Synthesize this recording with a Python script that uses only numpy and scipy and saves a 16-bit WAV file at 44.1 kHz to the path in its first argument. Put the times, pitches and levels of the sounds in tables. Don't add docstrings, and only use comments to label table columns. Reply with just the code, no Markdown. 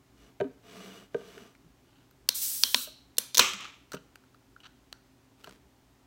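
import sys
import numpy as np
from scipy import signal
from scipy.io import wavfile
from scipy.ndimage import uniform_filter1d

SR = 44100
rng = np.random.default_rng(int(sys.argv[2]) if len(sys.argv) > 2 else 0)


def store_wav(level_fs):
    pcm = np.round(np.clip(np.atleast_2d(level_fs), -1, 1) * 32767)
    wavfile.write(sys.argv[1], SR, pcm.T.astype(np.int16))


N = 267246
T = np.arange(N) / SR
HZ = np.fft.rfftfreq(4096, 1 / SR)

# start in seconds, level in dB, favoured pitch in Hz, bass shelf in dB, treble shelf in dB.
LID_SNAPS = [(2.2897, -17.7, 4464, -5, -0.5), (2.6356, -16, 4670, -6, -7), (2.7447, -22, 2602, 6.5, -8.5),
             (2.7454, -19.5, 4190, 8, -10.5), (3.1696, -50, 4090, 1, -1), (3.1833, -18.5, 10500, -1, 0.5),
             (3.346, -30, 5766, 1.5, -0.5), (3.3512, -28, 4430, 2, -2.5), (3.3606, -39.5, 4400, 1, -2),
             (3.3723, -21.5, 5900, -0.5, -4.5), (3.3801, -17, 6210, 2, 1), (3.3927, -25, 3040, 4.5, 1.5),
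             (3.3944, -12.7, 1200, 7.5, -9)]


def amp(db):
    return 10 ** (np.asarray(db) / 20)


def unit(x):
    return x / np.sqrt(np.mean(x ** 2) + 1e-20)


def read(points, hz):
    point_hz, value = np.transpose(points)
    return np.interp(np.log(hz + 1), np.log(point_hz + 1), value)


def add(mix, s, sound):
    part = mix[round(s * SR):][:len(sound)]
    part += sound[:len(part)]


def colour(x, db):
    log_gain = np.log(amp(np.maximum(db, db.max() - 100)))
    both_sides = np.r_[log_gain, log_gain[-2:0:-1]]
    response = np.exp(np.conj(signal.hilbert(both_sides)))
    taps = np.fft.ifft(response).real
    return signal.oaconvolve(x, taps)[:len(x)]


def bump(hz, width):
    return np.exp(-(np.log2((HZ + 1) / hz) / width) ** 2)


def peaks_db(resonances):
    return sum(db / (1 + (2 * (HZ - hz) / width) ** 2) for hz, width, db in resonances)


def ring(modes, t):
    out = 0
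    for k, (hz, db, t60) in enumerate(modes):
        decay = amp(db - 60 * t / t60)
        out = out + (-1) ** k * decay * np.sin(2 * np.pi * hz * t)
    return out


def dying_noise(spectrum_db, t60s):
    noise = unit(colour(rng.standard_normal(SR), spectrum_db))
    hz, t, bands = signal.stft(noise, SR, nperseg=256)
    fade = amp(-60 * t / read(t60s, hz)[:, None])
    return signal.istft(bands * fade, SR, nperseg=256)[1][:SR]


def envelope(start, rise_s, hold_s, fade_db_per_s):
    t = T - start
    return np.clip(t / rise_s, 0, 1) * amp(-fade_db_per_s * np.maximum(t - hold_s, 0))


def blow_force(t, t60, chatter):
    onset = np.minimum(t / .0004, 1)
    force = rng.standard_normal(len(t)) * amp(-60 * t / max(t60, .002)) * onset
    force *= chatter / np.linalg.norm(force)
    force[0] += 1
    return force


def blows(rows, body, chatter, bass_hz, treble_hz, width):
    out = np.zeros(N)
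    t = np.arange(len(body)) / SR
    for s, db, hz, pitch_db, bass_db, treble_db, t60 in rows:
        bass_shelf = bass_db / (1 + (HZ / bass_hz) ** 2)
        treble_shelf = treble_db / (1 + (treble_hz / (HZ + 1)) ** 6)
        struck = signal.fftconvolve(blow_force(t, t60, chatter), body)[:len(t)]
        sound = colour(struck, pitch_db * bump(hz, width) + bass_shelf + treble_shelf)
        add(out, s, amp(db) * sound / np.linalg.norm(sound) * np.sqrt(SR / 100))
    return out


def friction(grain_db, slips_per_s):
    size = amp(grain_db * np.minimum(rng.exponential(1, N), 4))
    slips = rng.random(N) < slips_per_s / SR
    return unit(rng.standard_normal(N) * size * slips)


def strokes(rows):
    speed_power = .8
    loudness = 0
    for s, length, db in rows:
        speed = np.abs(np.sin(np.pi * np.clip((T - s) / length, 0, 1)))
        loudness = loudness + amp(db) * speed ** speed_power
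    return loudness


def lid(chatter):
    # frequency in Hz, gain in dB.
    snap_spectrum = [(60, -42), (200, -24.5), (480, -12), (800, -16), (1030, -10), (1300, -6.5), (2100, -7),
                     (3000, -3), (6200, -2.5), (7300, -4), (11000, -6.5), (16000, -4)]
    # frequency in Hz, width in Hz, height in dB over the broad spectrum.
    snap_modes = [(507, 220, 6.5), (990, 76, 8), (2800, 240, 1), (3590, 560, 4), (4100, 200, 5.5),
                  (4375, 220, 4), (5850, 900, 5), (6380, 300, 1), (10900, 380, 5), (13180, 600, 1.5)]
    pitch_db = 6.5
    tight_t60_s, loose_t60_s = .011, .024
    body = colour(signal.unit_impulse(SR // 8), read(snap_spectrum, HZ) + peaks_db(snap_modes))
    t60s = np.geomspace(tight_t60_s, loose_t60_s, len(LID_SNAPS))
    rows = []
    for (s, db, hz, bass_db, treble_db), t60 in zip(LID_SNAPS, t60s):
        rows.append((s, db, hz, pitch_db, bass_db, treble_db, t60))
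    return blows(rows, body, chatter, bass_hz=1300, treble_hz=7600, width=0.37)


def singing_lid():
    # start in seconds, level at the start in dB, centre pitch in Hz, t60 in seconds.
    sung_notes = [(2.291, -49.5, 4100, 0.18), (2.638, -36.5, 3200, 0.35), (2.745, -36.5, 3960, .5),
                  (3.185, -44.5, 3500, 0.13)]
    out = np.zeros(N)
    t = np.arange(SR) / SR
    for s, db, hz, t60 in sung_notes:
        cluster = unit(colour(rng.standard_normal(SR), 32 * bump(hz, width=0.2)))
        add(out, s, cluster * amp(db - 60 * t / t60))
    return out


def opened_can():
    # frequency in Hz, relative level in dB, t60 in seconds.
    can_modes = [(376, -6.5, 0.35), (1116, -1, 0.16), (1210, -3, 0.43), (1744, -8.5, 0.44),
                 (2450, -2.5, .3), (2540, -1, .3), (3050, -1, 0.29), (3160, -0.5, 0.34), (3085, -4.5, 0.24),
                 (3510, -1, 0.21), (5400, -6, .35), (6288, -5.5, .35), (6270, -8, 0.47), (7800, -4.5, 0.37)]
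    # frequency in Hz, relative level in dB per Hz.
    shell_spectrum = [(80, -35), (300, -13.5), (700, -18.5), (1000, -8.5), (1220, -1), (1550, -12.5),
                      (2400, -1.5), (3200, 0), (4600, -12), (6200, -7), (8050, -12.5), (8500, -20),
                      (16000, -22)]
    # frequency in Hz, t60 in seconds.
    shell_t60 = [(200, 0.34), (1200, 0.5), (3000, 0.39), (7500, .42), (9000, 0.33), (16000, .24)]
    # frequency in Hz, level in dB, t60 in seconds.
    thud_modes = [(85, -37.5, .07)]
    pop_s, dense_db, modes_db = 3.3955, -21.5, -29.5
    crackle_db, crackles_per_s, crackle_rise_s, crackle_fade_db_per_s = -28, 500, .01, 150
    flap_s, flap_db, flap_rise_s, flap_hold_s, flap_fade_db_per_s = 3.57, -44, 0.034, 0.068, 131

    t = np.arange(SR) / SR
    out = np.zeros(N)
    shell_db = read(shell_spectrum, HZ)
    modes = ring(can_modes, t)
    modes = modes / modes[:SR // 50].std()
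    add(out, pop_s, amp(dense_db) * dying_noise(shell_db, shell_t60) + amp(modes_db) * modes)
    add(out, pop_s, ring(thud_modes, t))

    tear = amp(crackle_db) * envelope(pop_s, crackle_rise_s, 0, crackle_fade_db_per_s)
    crackle = unit(colour(friction(grain_db=5, slips_per_s=crackles_per_s), shell_db))
    dull_db = -6 * np.log2(1 + (HZ / 5000) ** 2)
    scrape = amp(flap_db) * envelope(flap_s, flap_rise_s, flap_hold_s, flap_fade_db_per_s)
    scraping = unit(colour(friction(grain_db=1.0, slips_per_s=3100), shell_db + dull_db))
    return out + tear * crackle + scrape * scraping


def gas():
    # frequency in Hz, relative level in dB.
    jet_spectrum = [(500, -39), (1000, -26), (2300, -18), (3700, -10), (5900, -2.5), (7200, -6), (8000, 1),
                    (8350, -5.5), (9200, 1.5), (10400, -7), (11500, 1), (12700, -4.5), (13700, 0),
                    (14500, -3), (15600, -1)]
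    # start in seconds, level before sagging in dB.
    spurts = [(2.342, -30), (2.41, -28.5), (2.748, -35)]
    spurt_rise_s, sag_db_per_s = .012, 37
    empty_s, empty_db_per_s = 2.836, 370
    power = 0
    for s, db in spurts:
        power = power + (amp(db) * envelope(s, spurt_rise_s, 0, sag_db_per_s)) ** 2
    flow = np.sqrt(power)
    pressure = amp(-empty_db_per_s * np.maximum(T - empty_s, 0))
    flutter = unit(uniform_filter1d(rng.standard_normal(N), size=300))
    hiss = unit(colour(rng.standard_normal(N), read(jet_spectrum, HZ)))
    return flow * pressure * hiss * amp(.6 * flutter)


def tab(chatter):
    # frequency in Hz, relative level in dB, t60 in seconds.
    tab_modes = [(1405, 1.5, 0.013), (1725, -1, 0.0053), (2970, -3.5, 0.0059), (3956, -4.5, 0.0063),
                 (4580, -5, 0.006), (5780, -4, .005), (8720, -12, 0.0038)]
    # start in seconds, level in dB, favoured pitch in Hz, treble shelf in dB,
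    # t60 of the chatter in seconds.
    tick_rows = [(1.379, -51.5, 2300, -5, .02), (1.5505, -61.5, 2200, 6, .03),
                 (2.111, -63.5, 13800, 3, .008), (3.652, -45, 1250, -10, 0.038),
                 (3.919, -42.5, 4430, 5.5, 0.033), (3.933, -42, 5950, 5, .058),
                 (3.946, -44, 3020, 6, 0.031), (3.9683, -48.5, 2800, -10, 0.064),
                 (4.1566, -51, 2400, 5, 0.012), (4.238, -65, 1300, -9, .01),
                 (4.345, -59.5, 1330, -8, 0.0079), (4.563, -51, 1380, -25, 0.0067),
                 (4.603, -57, 3020, 4, 0.054), (4.927, -42.5, 4400, 1, 0.009),
                 (5.443, -46.5, 2970, 4, 0.026), (5.473, -51, 910, -7, .03), (5.493, -55, 7900, -2, 0.013)]
    # start in seconds, length in seconds, peak level in dB.
    creak_strokes = [(1.82, 0.26, -71), (4.632, 0.02, -51), (4.651, 0.023, -46.5)]
    firm_db, purity_db_per_db, bass_db = -34.5, 0.74, 3.5
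    body = ring(tab_modes, np.arange(SR // 8) / SR)
    body[0] += 1.8
    rivet_db = 10 * bump(hz=3060, width=0.52) - 4 * np.log2(1 + (HZ / 7000) ** 4)
    slips = friction(grain_db=2, slips_per_s=2500)
    creak = unit(colour(signal.oaconvolve(slips, body)[:N], rivet_db))
    rows = []
    for s, db, hz, treble_db, t60 in tick_rows:
        rows.append((s, db, hz, purity_db_per_db * (firm_db - db), bass_db, treble_db, t60))
    ticks = blows(rows, body, chatter, bass_hz=920, treble_hz=5900, width=0.34)
    return ticks + strokes(creak_strokes) * creak


def knocks_on_table(body):
    # start in seconds, level in dB, favoured pitch in Hz, t60 of the chatter in seconds.
    knock_rows = [(.402, -27.5, 640, 0.011), (.4105, -23, 380, 0.014), (.442, -31, 272, 0.0079),
                  (.877, -50.5, 720, .026), (1.1452, -24.5, 451, .014), (1.369, -45, 400, 0.027),
                  (1.403, -50, 228, 0.016), (1.642, -55, 162, 0.037), (2.872, -48, 553, .04),
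                  (3.527, -46, 210, 0.049), (3.9385, -34.5, 563, 0.012), (3.953, -49.5, 171, .03),
                  (5.4735, -47, 850, 0.045), (5.57, -56.5, 64, .12)]
    recoil_db, recoil_hz, recoil_t60_s = -32, 230, .04
    hard_hz, soft_db_per_octave, knock_bass_db, knock_treble_db = 979, 13, .5, -5
    recoils = [(s, db + bass_db + recoil_db, recoil_hz, recoil_t60_s) for s, db, _, bass_db, _ in LID_SNAPS]
    rows = []
    for s, db, hz, t60 in knock_rows + recoils:
        pitch_db = soft_db_per_octave * np.log2(hard_hz / hz)
        rows.append((s, db, hz, pitch_db, knock_bass_db, knock_treble_db, t60))
    return blows(rows, body, chatter=.8, bass_hz=885, treble_hz=4000, width=0.27)


def table():
    # frequency in Hz, relative level in dB, t60 in seconds.
    table_modes = [(62, -33.5, .15), (142, -9.5, 0.12), (193, -11.5, 0.14), (265, -8.5, 0.14),
                   (399, -2.5, .08), (467.4, -3.5, 0.055), (624.3, -1.5, 0.062), (727, -6, 0.045),
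                   (940, -12.5, 0.053), (1230, -10, 0.074), (1290, -11.5, .035), (1570, -2.5, 0.021),
                   (2420, -14, .016), (2980, -13, 0.026), (3540, -14.5, .007), (4700, -17, 0.0066),
                   (6024, -22, 0.0045), (7700, -28, .004)]
    # frequency in Hz, relative level in dB per Hz.
    scuff_spectrum = [(59, -32), (100, -37), (185, 1), (321, -4.5), (422, -0.5), (568, -8.5), (687, -11.5),
                      (849, -13.5), (1190, -7.5), (2020, -11.5), (2900, -11), (4720, -15.5), (10500, -25.5),
                      (15800, -26)]
    # frequency in Hz, width in Hz, relative strength in dB.
    scuff_resonances = [(188, 24, 5.5), (430, 49, -4), (682, 44, 8), (1190, 22, 0.5), (1580, 170, -28),
                        (2300, 150, -20), (2908, 70, 4), (3470, 200, -16), (6000, 330, -1.5),
                        (7840, 260, -2)]
    # start in seconds, length in seconds, peak level in dB.
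    slides = [(.15, .18, -61), (.62, 0.46, -49), (1.11, .43, -53.5)]
    # start and length in seconds, peak level in dB.
    rubs = [(5.38, .2, -59)]
    judders_per_s, judder_db = 28, -10

    t = np.arange(SR // 3) / SR
    contact = t / .00006
    push = 3 * contact * np.exp(-contact)
    body = ring(table_modes, t) + push
    humps_db = peaks_db([(hz, width, 9 * amp(db / 2)) for hz, width, db in scuff_resonances])
    scuff_db = read(scuff_spectrum, HZ)
    drag = unit(colour(friction(grain_db=1.0, slips_per_s=7000), scuff_db + humps_db))
    skin = unit(colour(friction(grain_db=6.0, slips_per_s=4900), scuff_db))
    jolts = friction(grain_db=-1.5, slips_per_s=judders_per_s)
    judder = unit(signal.oaconvolve(jolts, body)[:N])
    sliding = strokes(slides) * (drag + amp(judder_db) * judder)
    return knocks_on_table(body) + sliding + strokes(rubs) * skin


def room(x):
    # frequency in Hz, reverberation time t60 in seconds.
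    wall_t60 = [(150, .4), (1000, 0.34), (4000, .55), (8000, .42), (16000, 0.23)]
    # frequency in Hz, relative level in dB
    wall_colour = [(100, 1.8), (400, -0.3), (1200, 0.5), (4000, -2.6), (8000, -3.5), (15000, -1.5)]
    t = np.arange(SR) / SR
    tail = dying_noise(read(wall_colour, HZ), wall_t60)
    tail *= np.clip((t - .004) / 0.0054, 0, 1)
    return signal.fftconvolve(x, tail / np.linalg.norm(tail))[:N]


def background():
    # frequency in Hz, relative level in dB per Hz.
    air_spectrum = [(15, -44.5), (28, -26), (53, 3), (82, -8.5), (113, -7.5), (170, -8.5), (228, -8),
                    (265, 0), (316, -9), (392, -6.5), (450, -16), (800, -14.5), (1250, -19.5),
                    (3900, -25.5), (7000, -28), (10000, -33.5), (15800, -33)]
    # frequency in Hz, rms level in dB.
    hum_tones = [(121, -70.5), (267, -74.5)]
    air_db = -63.5
    waver = unit(uniform_filter1d(rng.standard_normal((len(hum_tones), N)), size=9000, axis=1))
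    hum = 0
    for (hz, db), wander in zip(hum_tones, waver):
        phase = 2 * np.pi * hz * T + 1.9 * wander
        hum = hum + amp(db) * np.sqrt(2) * np.sin(phase)
    air = unit(colour(rng.standard_normal(N), read(air_spectrum, HZ)))
    return amp(air_db) * air + hum


def scene():
    can, hiss, knocks = opened_can(), gas(), table()
    direct = lid(chatter=1.6) + singing_lid() + can + hiss + knocks + tab(chatter=1.4)
    even_snaps, even_ticks = lid(chatter=.3), tab(chatter=.3)
    to_walls = amp(-15.5) * even_snaps + amp(-14.5) * hiss + amp(-15) * can
    to_walls = to_walls + amp(-17) * knocks + amp(-18.0) * even_ticks
    mono = direct + room(to_walls) + background()
    return np.array([mono, mono])


def record(dry):
    edge_hz = 15950
    low_pass = signal.firwin(401, edge_hz, window=("kaiser", 8), fs=SR)
    return signal.oaconvolve(np.clip(dry, -1, 1), low_pass[None], "same")


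dry = scene()
out = record(dry)
store_wav(out)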